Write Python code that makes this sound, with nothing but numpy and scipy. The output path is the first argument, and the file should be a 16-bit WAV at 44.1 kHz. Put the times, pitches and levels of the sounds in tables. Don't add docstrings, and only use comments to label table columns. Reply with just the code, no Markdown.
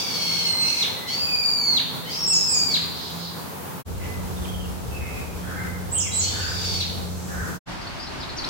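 import sys
import numpy as np
from scipy import signal
from scipy.fft import rfft, irfft, next_fast_len
from scipy.io import wavfile
from scipy.ndimage import uniform_filter1d

SR = 44100
rng = np.random.default_rng(int(sys.argv[2]) if len(sys.argv) > 2 else 0)


def persist_wave(psi):
    counts = np.round(np.clip(psi, -1, 1) * 32767).astype(np.int16)
    wavfile.write(sys.argv[1], SR, np.atleast_2d(counts).T)


N = 374409


def wails(flutter_depth=0.76, rush_db=-1.5, flick_clear_s=.015, slap_s=.048, slap_db=-16):
    # time in seconds, membrane pitch in Hz,
    # level in dB, rasp from 0 to 1, flutter rate in Hz.
    courses = [
        [(-.05, 2380, -23, 0.97, 1130), (.07, 2320, -30.5, 1, 1134), (.13, 2225, -31, 0.95, 1150),
         (.19, 2195, -25.5, 0.62, 1153), (.45, 2150, -26.5, .65, 1201), (.52, 2100, -24.5, 0.13, 1406),
         (.578, 2083, -22.5, 0.2, 1504), (.598, 2086, -17, 0.19, 1535), (.69, 2114, -25, 0.56, 1595),
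         (.809, 2088, -24, 0.66, 1802)],
        [(1.06, 1990, -46, .8, 957), (1.085, 2067, -31.5, 0.75, 1000), (1.11, 2170, -27.5, 0.65, 1075),
         (1.16, 2298, -26.5, 0.3, 1064), (1.23, 2376, -24, 0, 1070), (1.42, 2366, -20.5, 0, 1090),
         (1.55, 2306, -22, 0, 1090), (1.63, 2275, -20.5, 0, 1087), (1.675, 2215, -24, 0, 1070),
         (1.69, 2170, -19, 0.05, 1102), (1.735, 2100, -21, 0, 1090), (1.756, 2080, -24, 0.3, 1080)],
        [(2.04, 1880, -50, 0.7, 953), (2.075, 2050, -37.5, 0.86, 1000), (2.105, 2265, -34.5, 0.9, 1152),
         (2.145, 2570, -31.5, 0.6, 1100), (2.19, 2765, -27, 0.28, 1100), (2.28, 2710, -23, 0.05, 1110),
         (2.40, 2637, -21.5, 0.15, 1100), (2.48, 2544, -27, 0.06, 1086), (2.58, 2391, -20.5, 0.1, 1110),
         (2.68, 2354, -23.5, 0.03, 1100), (2.726, 2253, -24, 0.33, 1110)],
        [(6.115, 1966, -38, .7, 892), (6.17, 2035, -33, .7, 900), (6.235, 2148, -29.5, 0.6, 920),
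         (6.31, 2200, -35, 0.8, 937), (6.45, 2320, -33, .55, 947), (6.53, 2400, -34, .7, 1046),
         (6.68, 2306, -32, 0.81, 1010), (6.792, 2248, -33.5, .95, 1047)],
    ]
    # time in seconds, pitch in Hz, level in dB.
    undertones = [
        [(-.05, 2340, -44), (.18, 2220, -42), (.34, 2190, -37.5), (.45, 2110, -40.5), (.54, 2060, -36.5),
         (.63, 2110, -40.5), (.72, 2140, -37), (.82, 2090, -44)],
        [(1.02, 2000, -45), (1.09, 2080, -39), (1.13, 2350, -43), (1.19, 2690, -44), (1.3, 2490, -29.5),
         (1.42, 2390, -34.5), (1.48, 2390, -44), (1.59, 2330, -42), (1.69, 2170, -42), (1.77, 2030, -39)],
        [(2.04, 1800, -43), (2.08, 2100, -39), (2.105, 2300, -43), (2.13, 2620, -41), (2.19, 2680, -47),
         (2.25, 2690, -51), (2.33, 2660, -32), (2.39, 2640, -50), (2.43, 2610, -60), (2.48, 2540, -39),
         (2.56, 2410, -36), (2.67, 2380, -40.5), (2.74, 2170, -40)],
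        [(6.42, 2350, -50), (6.62, 2330, -52), (6.81, 2170, -49)],
    ]
    # pitch jitter and flutter jitter as fractions, harmonics 3 and 4
    # in dB against the second, flick level in dB, reverberation in dB against the direct sound.
    voices = [(0.01125, .1, -29, -16, -17, 0.31), (0.01306, 0.044, -18.5, -29.5, -15.5, -1),
              (0.012, .05, -23, -51, -14.5, 0.74), (0.0284, 0.174, -5.5, -29, -20.5, 2.1)]
    out = np.zeros((2, N))
    for course, under, timbre in zip(courses, undertones, voices):
        jitter, flutter_jitter, third_db, fourth_db, flick_db, wet_db = timbre
        start, on, hz, db, rasp, flutter_hz = wail_gesture(course, flick_db)
        n = len(hz)
        quaver = wander(120, n) * (hz / hz.max()) ** 3
        phase = turn(hz * (1 + jitter * quaver + 0.0198 * rasp * wander(556, n)))
        since_flick = start + np.arange(n) / SR - course[-1][0]
        held = np.clip(1 - since_flick / flick_clear_s, 0, 1)
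        overtones = undb(third_db) * np.sin(3 * phase) + undb(fourth_db) * np.sin(4 * phase)
        tone = np.sin(2 * phase) + (1 - 0.69 * rasp) * held * overtones
        flutter = held * np.sin(turn(flutter_hz * (1 + flutter_jitter * wander(263, n))))
        voice = np.sqrt(2) * tone * (1 + rasp * flutter_depth * flutter)
        voice += rasp * undb(rush_db) * breath(n)
        track = np.zeros(N)
        add(track, start, voice * on * undb(db))
        add(track, start + slap_s, voice * on * undb(db + slap_db))
        add(track, *undertone(under))
        out += trees(track, wet_db=wet_db, t60=0.87, pan_db=-0.2, lag_s=-.0018)
    return out


def wail_gesture(course, flick_db, throb_hz=13.76, throb_db=2.0, waver=0.00302, flick_rasp=.6):
    # time after the held note in seconds, fraction of its last pitch,
    # level in dB against the flick level.
    flick_shape = [(.011, 1, -7), (.018, .92, 1.5), (.024, .85, -0.5), (.032, .7, -9.5), (.04, .54, -15.5),
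                   (.049, .39, -19.5), (.059, 0.28, -39.5)]
    end, last_hz, _, last_rasp, last_flutter = course[-1]
    flick = [(end + s, last_hz * share, flick_db + db, last_rasp * share * flick_rasp, last_flutter)
             for s, share, db in flick_shape]
    start, on, hz, db, rasp, flutter_hz = controls(list(course) + flick)
    n = len(hz)
    held = start + np.arange(n) / SR < end
    hz = hz * (1 + waver * wander(throb_hz, n))
    db = db + throb_db * wander(throb_hz, n) * held
    return start, on, hz, db, np.clip(rasp, 0, 1), flutter_hz


def breath(size):
    # frequency in Hz, relative level in dB.
    rush_colour = [(1500, -29), (2400, -5), (3400, -7.5), (4600, 0.5), (5800, -1.5), (7000, -9),
                   (9500, -18), (15000, -19.5)]
    return noise(rush_colour, size)


def undertone(course, jitter=.012, waver=.006, break_db=3.0):
    start, on, hz, db = controls(course)
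    n = len(hz)
    phase = turn(hz * (1 + jitter * wander(150, n) + waver * wander(18, n)))
    dips_db = break_db * np.abs(wander(16, n))
    return start, np.sqrt(2) * np.sin(phase) * on * undb(db - dips_db)


def whistles(steady=0.0124, unsteady=0.13):
    # start in seconds, length of the arch in seconds, top pitch in Hz,
    # lowest step in Hz, level in dB, loss in dB per unit of fractional pitch drop.
    calls = [(2.261, 0.055, 8090, 6700, -23, 0), (2.472, 0.054, 7920, 6750, -22, 6),
             (5.914, .052, 8176, 5000, -22, -1), (6.127, 0.049, 7980, 5000, -22, 3)]
    track = np.zeros(N)
    for start, arch_s, top_hz, lowest_hz, db, fade_db in calls:
        hz, gain = whistle_gesture(arch_s, top_hz, lowest_hz, db)
        drop = 1 - hz / hz.max()
        jitter = steady + unsteady * drop
        tone = np.sqrt(2) * np.sin(turn(hz * (1 + jitter * wander(165, len(hz)))))
        add(track, start, tone * gain * undb(-fade_db * drop))
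    return trees(track, wet_db=2, t60=.75, pan_db=-6, lag_s=.00063)


def whistle_gesture(arch_s, top_hz, lowest_hz, db, scoop=0.12, step_s=.0175, rise_hz_per_s=15300):
    # fraction of the top pitch, level in dB against the arch.
    steps = [(0.93, 1.5), (.875, 2.5), (.665, -5), (.8, -2.5), (.62, -12)]
    attack_s, slur_s, release_s = 0.016, 0.0054, 0.0065
    u = np.linspace(0, 1, int(arch_s * SR))
    t = np.arange(0, step_s, 1 / SR)
    pitches = [top_hz * (1 - scoop * (1 - u) ** 2)]
    gains = [np.minimum(u * arch_s / attack_s, 1)]
    for share, step_db in steps:
        pitches.append(max(top_hz * share, lowest_hz) + rise_hz_per_s * (t - step_s / 2))
        gains.append(np.full(len(t), undb(step_db)))
    hz, gain = uniform_filter1d([np.concatenate(pitches), np.concatenate(gains)], int(slur_s * SR))
    release = np.minimum(np.arange(len(hz))[::-1] / SR / release_s, 1)
    return hz, gain * undb(db) * release


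def far_calls_and_side_tones():
    # start and length in seconds,
    # first, middle and last pitch in Hz, level in dB, rasp from 0 to 1.
    notes = [ (0.954, 0.14, 1960, 2013, 2020, -41.5, 0.12), (1.075, .05, 2990, 3130, 3250, -37, .1),
             (2.055, .05, 2980, 3150, 3350, -37.5, .1), (2.92, 0.38, 5700, 6190, 5680, -48, 1),
             (2.927, 0.19, 3926, 4186, 4010, -36, 0.93), (3.164, 0.14, 4070, 4310, 4000, -36.5, 0.8),
             (3.997, 0.1, 1996, 2040, 1990, -41.5, 0.25), (4.0, 0.07, 2250, 2500, 2250, -43, 0.94),
             (4.907, .1, 2747, 2565, 2590, -40.5, 0.2), (5.032, 0.2, 2567, 2530, 2420, -42.5, 0.2),
             (4.984, 0.15, 2250, 2135, 2100, -43, 0.57), (5.389, 0.12, 3360, 3280, 3290, -52, 0.18),
             (5.56, 0.102, 2035, 2110, 2030, -39, 0.23), (5.936, .075, 2328, 3210, 3270, -36.5, 0.27),
             (6.006, 0.091, 3250, 2390, 1960, -37.5, 0.25), (6.221, 0.096, 2800, 3085, 3050, -38.5, 0.18),
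             (6.282, 0.094, 3520, 3590, 3490, -36, 0.07), (6.39, 0.042, 3400, 2800, 2511, -39, .2),
             (6.5, .26, 3600, 3640, 3560, -40, 0.17), (7.047, 0.56, 6302, 6730, 6460, -46, 1)]
    # start and length in seconds, middle pitch in Hz, level in dB.
    caws = [(5.414, 0.26, 260.5, -38), (6.312, 0.226, 256.7, -36.5), (7.274, .24, 256.8, -36)]
    track = np.zeros(N)
    for start, length, first, middle, last, db, rasp in notes:
        hz, swell = arch(length, first, middle, last)
        bend = 1 + 0.01194 * wander(35.2, len(hz)) + .15 * rasp * wander(508, len(hz))
        add(track, start, unit(np.sin(turn(hz * bend)) * swell) * undb(db))
    for start, length, pitch, db in caws:
        add(track, start, caw(length, pitch) * undb(db))
    return trees(track, wet_db=6, t60=.95, pan_db=-5, lag_s=.001)


def caw(length, pitch, throat_hz=1550, width_hz=200):
    hz, swell = arch(length, .92 * pitch, pitch, .96 * pitch)
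    phase = turn(hz * (1 + 0.0472 * wander(168, len(hz))))
    voice = sum(np.sin(k * phase) / (1 + ((k * hz - throat_hz) / width_hz) ** 2) for k in range(3, 11))
    return unit(voice * swell)


def warble(jitter=0.029):
    # start and length in seconds, first, middle and last pitch in Hz,
    # level in dB.
    notes = [(4.363, 0.028, 3560, 3520, 3400, -48), (4.414, 0.022, 3600, 3450, 3250, -50),
             (4.443, 0.019, 3540, 3070, 2180, -40.5), (4.48, 0.026, 3330, 3270, 3130, -43),
             (4.53, .028, 3320, 3175, 3050, -42), (4.58, 0.045, 3270, 3080, 3030, -45.5),
             (4.633, 0.033, 3170, 2870, 2640, -46)]
    track = np.zeros(N)
    for start, length, first, middle, last, db in notes:
        hz, swell = arch(length, first, middle, last)
        tone = np.sin(turn(hz * (1 + jitter * wander(200, len(hz)))))
        add(track, start, unit(tone * swell) * undb(db))
    return trees(track, wet_db=-1.0, t60=0.67, pan_db=-9.0, lag_s=.0001)


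def chirps(jitter=0.08, scratch_db=3):
    # start and length in seconds, first, middle and last pitch in Hz,
    # level in dB, scratchiness from 0 to 1.
    sweeps = [ (7.81, .03, 4600, 4766, 4600, -44, .8), (7.866, 0.021, 4240, 4350, 4600, -38.5, .3),
              (7.99, 0.033, 4480, 4720, 5300, -38.5, .6), (8.02, 0.036, 5340, 4950, 4800, -38, .9),
              (8.058, 0.043, 4280, 4170, 4400, -41.5, 0.96), (8.198, 0.032, 5240, 4650, 4200, -38.5, .6),
              (8.223, 0.028, 3500, 3950, 3500, -37.5, .8), (8.282, 0.035, 3900, 4260, 4100, -39, .9),
              (8.361, 0.037, 4600, 6020, 6600, -39, 0.9), (8.379, 0.027, 5290, 4510, 3950, -30.5, 0.5),
              (8.439, 0.0148, 3580, 4200, 4900, -28.5, 0.4), (8.445, 0.014, 5000, 5200, 4800, -35.5, 0.9)]
    track = np.zeros(N)
    for start, length, first, middle, last, db, scratch in sweeps:
        hz, swell = arch(length, first, middle, last)
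        tone = np.sin(turn(hz * (1 + jitter * scratch * wander(590, len(hz)))))
        flicker = undb(scratch_db * scratch * wander(200, len(hz)))
        add(track, start, unit(tone * swell ** 3 * flicker) * undb(db))
    return trees(track, wet_db=-2.5, t60=.3, pan_db=4, lag_s=-.00005)


def trees(x, wet_db, t60, pan_db, lag_s):
    t = np.arange(SR) / SR
    trunks = rng.standard_normal((2, SR)) * (rng.random((2, SR)) < .02) * np.exp(-t / 0.027)
    tail = rng.standard_normal((2, SR)) * undb(-60 * t / t60) * (1 - np.exp(-t / 0.0038))
    tail = signal.sosfilt(signal.butter(1, 6000, fs=SR, output="sos"), tail)
    echoes = unit(unit(trunks) + undb(-1.5) * unit(tail)) * undb(wet_db) / np.sqrt(SR)
    echoes *= 1 - np.exp(-(t / .009) ** 2)
    direct = np.array([np.roll(x, int(lag_s * SR)) * undb(pan_db / 2), x * undb(-pan_db / 2)])
    scattered = signal.fftconvolve(x[None], echoes, axes=1)[:, :N]
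    return (direct + scattered) / np.hypot(1, undb(wet_db))


def hum(fade_db=11, attack=0.23, release=0.34):
    # start and length in seconds, pitch in Hz, relative level in dB,
    # delay at the left microphone in seconds.
    swells = [(.18, 0.52, 171.3, -40, -0.0064), (1.05, 0.68, 168.8, -44, -0.015),
              (1.63, 0.4, 259.5, -44.5, 0), (1.76, 0.45, 169, -40, -0.0046),
              (2.24, 0.45, 169.4, -38, 0.0023), (2.56, 0.38, 258.7, -47, 0),
              (2.63, 0.42, 168, -37.5, -0.0019), (3.06, 0.36, 170.2, -37, -0.0005),
              (3.68, 0.29, 168.8, -38.5, -0.0037), (3.83, 0.32, 183.5, -41, 0.0077),
              (4.0, 1.05, 181.5, -34.5, -0.0039), (5.25, 0.81, 178.8, -36, 0.001),
              (6.02, 0.32, 180.2, -38.5, -0.0032), (6.44, 0.5, 180, -41, 0.0058),
              (6.78, 1.06, 178.7, -35.5, -0.0011)]
    envelope = [(0, fade_db), (attack, 0), (1 - release, 0), (1, fade_db)]
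    out = np.zeros((2, N))
    for start, length, hz, db, lag_s in swells:
        course = [(start + share * length, hz, db - fade) for share, fade in envelope]
        out += drone(course, gain_db=1.5, waver=0.0048, blur=0.46, lag_s=lag_s)
    return out


def car(rumble_lag_s=0.0032):
    # time in seconds, firing rate in Hz, relative level in dB.
    engine_course = [(2.3, 84, -65), (2.8, 82, -46.5), (3.8, 84, -55), (3.87, 90, -37), (4.52, 81.8, -38),
                     (4.84, 91, -40.5), (5.3, 78.2, -43), (5.6, 90.1, -36), (6.83, 88.8, -31),
                     (7.5, 78.7, -40), (7.57, 80, -45)]
    # time in seconds, level in dB.
    rumble_course = [(2.3, -70), (2.7, -68), (3.8, -68), (3.87, -35.5), (4.6, -34), (5.3, -38.5),
                     (5.9, -41), (7.6, -48)]
    # frequency in Hz, relative level in dB.
    rumble_colour = [(25, -50), (42, -15), (54, -2), (75, 3), (110, -17), (300, -45), (2000, -100)]
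    start, on, db = controls(rumble_course)
    rumble = np.zeros(N)
    add(rumble, start, noise(rumble_colour, len(db)) * on * undb(db))
    engine = drone(engine_course, gain_db=1.0, waver=0.016, blur=0.37, lag_s=0.0015)
    return engine + np.array([rumble, np.roll(rumble, int(rumble_lag_s * SR))])


def drone(course, gain_db, waver, blur, lag_s):
    start, on, hz, db = controls(course)
    out, n = np.zeros((2, N)), len(hz)
    phase = turn(hz * (1 + waver * wander(7.6, n)))
    for channel, delay in zip(out, (lag_s, 0)):
        tone = np.sin(phase) + blur * wander(7.1, n) * np.cos(phase)
        add(channel, start + delay, tone * on * undb(db + gain_db))
    return out


def buffet(at_s=7.41, width_s=0.049, hz=80, db=-26):
    t = np.arange(N) / SR
    pulse = np.exp(-((t - at_s) / width_s) ** 2)
    return np.sin(turn(hz * (1 + 0.214 * wander(36.99, N)))) * pulse * undb(db)


def air(colour, db, alike=0.12, alike_below_hz=110, flicker_db=0.9):
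    mid, side = noise(colour, N), noise(colour, N)
    side = side - alike * signal.sosfilt(signal.butter(1, alike_below_hz, fs=SR, output="sos"), side)
    return np.array([mid + side, mid - side]) * undb(db + flicker_db * wander(5.5, N))


def noise(colour, size):
    n = next_fast_len(size)
    hz, db = np.transpose(colour)
    shape = undb(np.interp(np.log(np.fft.rfftfreq(n, 1 / SR) + 1), np.log(hz), db))
    return unit(irfft(rfft(rng.standard_normal(n)) * shape, n)[:size])


def wander(rate_hz, size):
    n = next_fast_len(size)
    lowpass = np.exp(-.5 * (np.fft.rfftfreq(n, 1 / SR) / rate_hz) ** 2)
    return unit(irfft(rfft(rng.standard_normal(n)) * lowpass, n)[:size])


def arch(length, first, middle, last):
    u = np.linspace(0, 1, int(length * SR))
    parabola = np.polyfit([0, .5, 1], [first, middle, last], 2)
    return np.polyval(parabola, u), np.sqrt(4 * u * (1 - u))


def controls(rows):
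    times, *columns = np.transpose(rows)
    t = np.arange(times[0], times[-1], 1 / SR)
    return times[0], gate(t, times[0], times[-1], 0.0037), *(np.interp(t, times, c) for c in columns)


def gate(t, start, end, edge):
    return np.sin(np.pi / 2 * np.clip(np.minimum(t - start, end - t) / edge, 0, 1)) ** 2


def turn(hz):
    return 2 * np.pi * np.cumsum(hz) / SR


def add(track, start, x):
    i = int(start * SR)
    x = x[max(-i, 0):N - i]
    track[max(i, 0):max(i, 0) + len(x)] += x


def undb(db):
    return 10 ** (np.asarray(db) / 20)


def unit(x):
    return x / np.sqrt(np.mean(x ** 2))


def scene():
    # start and end in seconds, relative level of the air in dB.
    stretches = [(-.1, 3.835, -35.5), (3.847, 7.595, -34.5), (7.655, 8.6, -34)]
    # frequency in Hz, relative level in dB.
    air_colours = [
        [(25, -52), (48, -42), (75, -9), (130, -3.5), (200, -4), (340, -11), (460, -8), (620, -13), (920, -9.5),
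         (1400, -15.5), (2000, -21), (4000, -26.5), (8000, -28), (15500, -23.5)],
        [(15, -52), (25, -22), (96, -2), (193, -10), (240, -11), (331, -15), (469, -12.5), (631, -18),
         (919, -17.5), (1020, -20.5), (1300, -22), (1750, -28), (1950, -30), (6920, -32.5), (15500, -34.5)],
        [(15, -39), (25, -5), (56, -2.5), (91, -4.5), (122, -3.5), (183, -7.5), (289, -7), (410, -9.5),
         (445, -17.5), (614, -11), (945, -10.5), (3930, -21), (4500, -19.5), (6920, -31), (15500, -45)],
    ]
    t = np.arange(N) / SR
    birds = wails() + whistles() + far_calls_and_side_tones() + warble() + chirps()
    sources = birds + hum() + car() + buffet()
    return sum(gate(t, start, end, 0.043) * (sources + air(colour, db - 1.5))
               for (start, end, db), colour in zip(stretches, air_colours))


def record(dry):
    top_hz = 15950
    return signal.sosfilt(signal.ellip(10, .2, 80, top_hz, fs=SR, output="sos"), dry)


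dry = scene()
out = record(dry)
persist_wave(out)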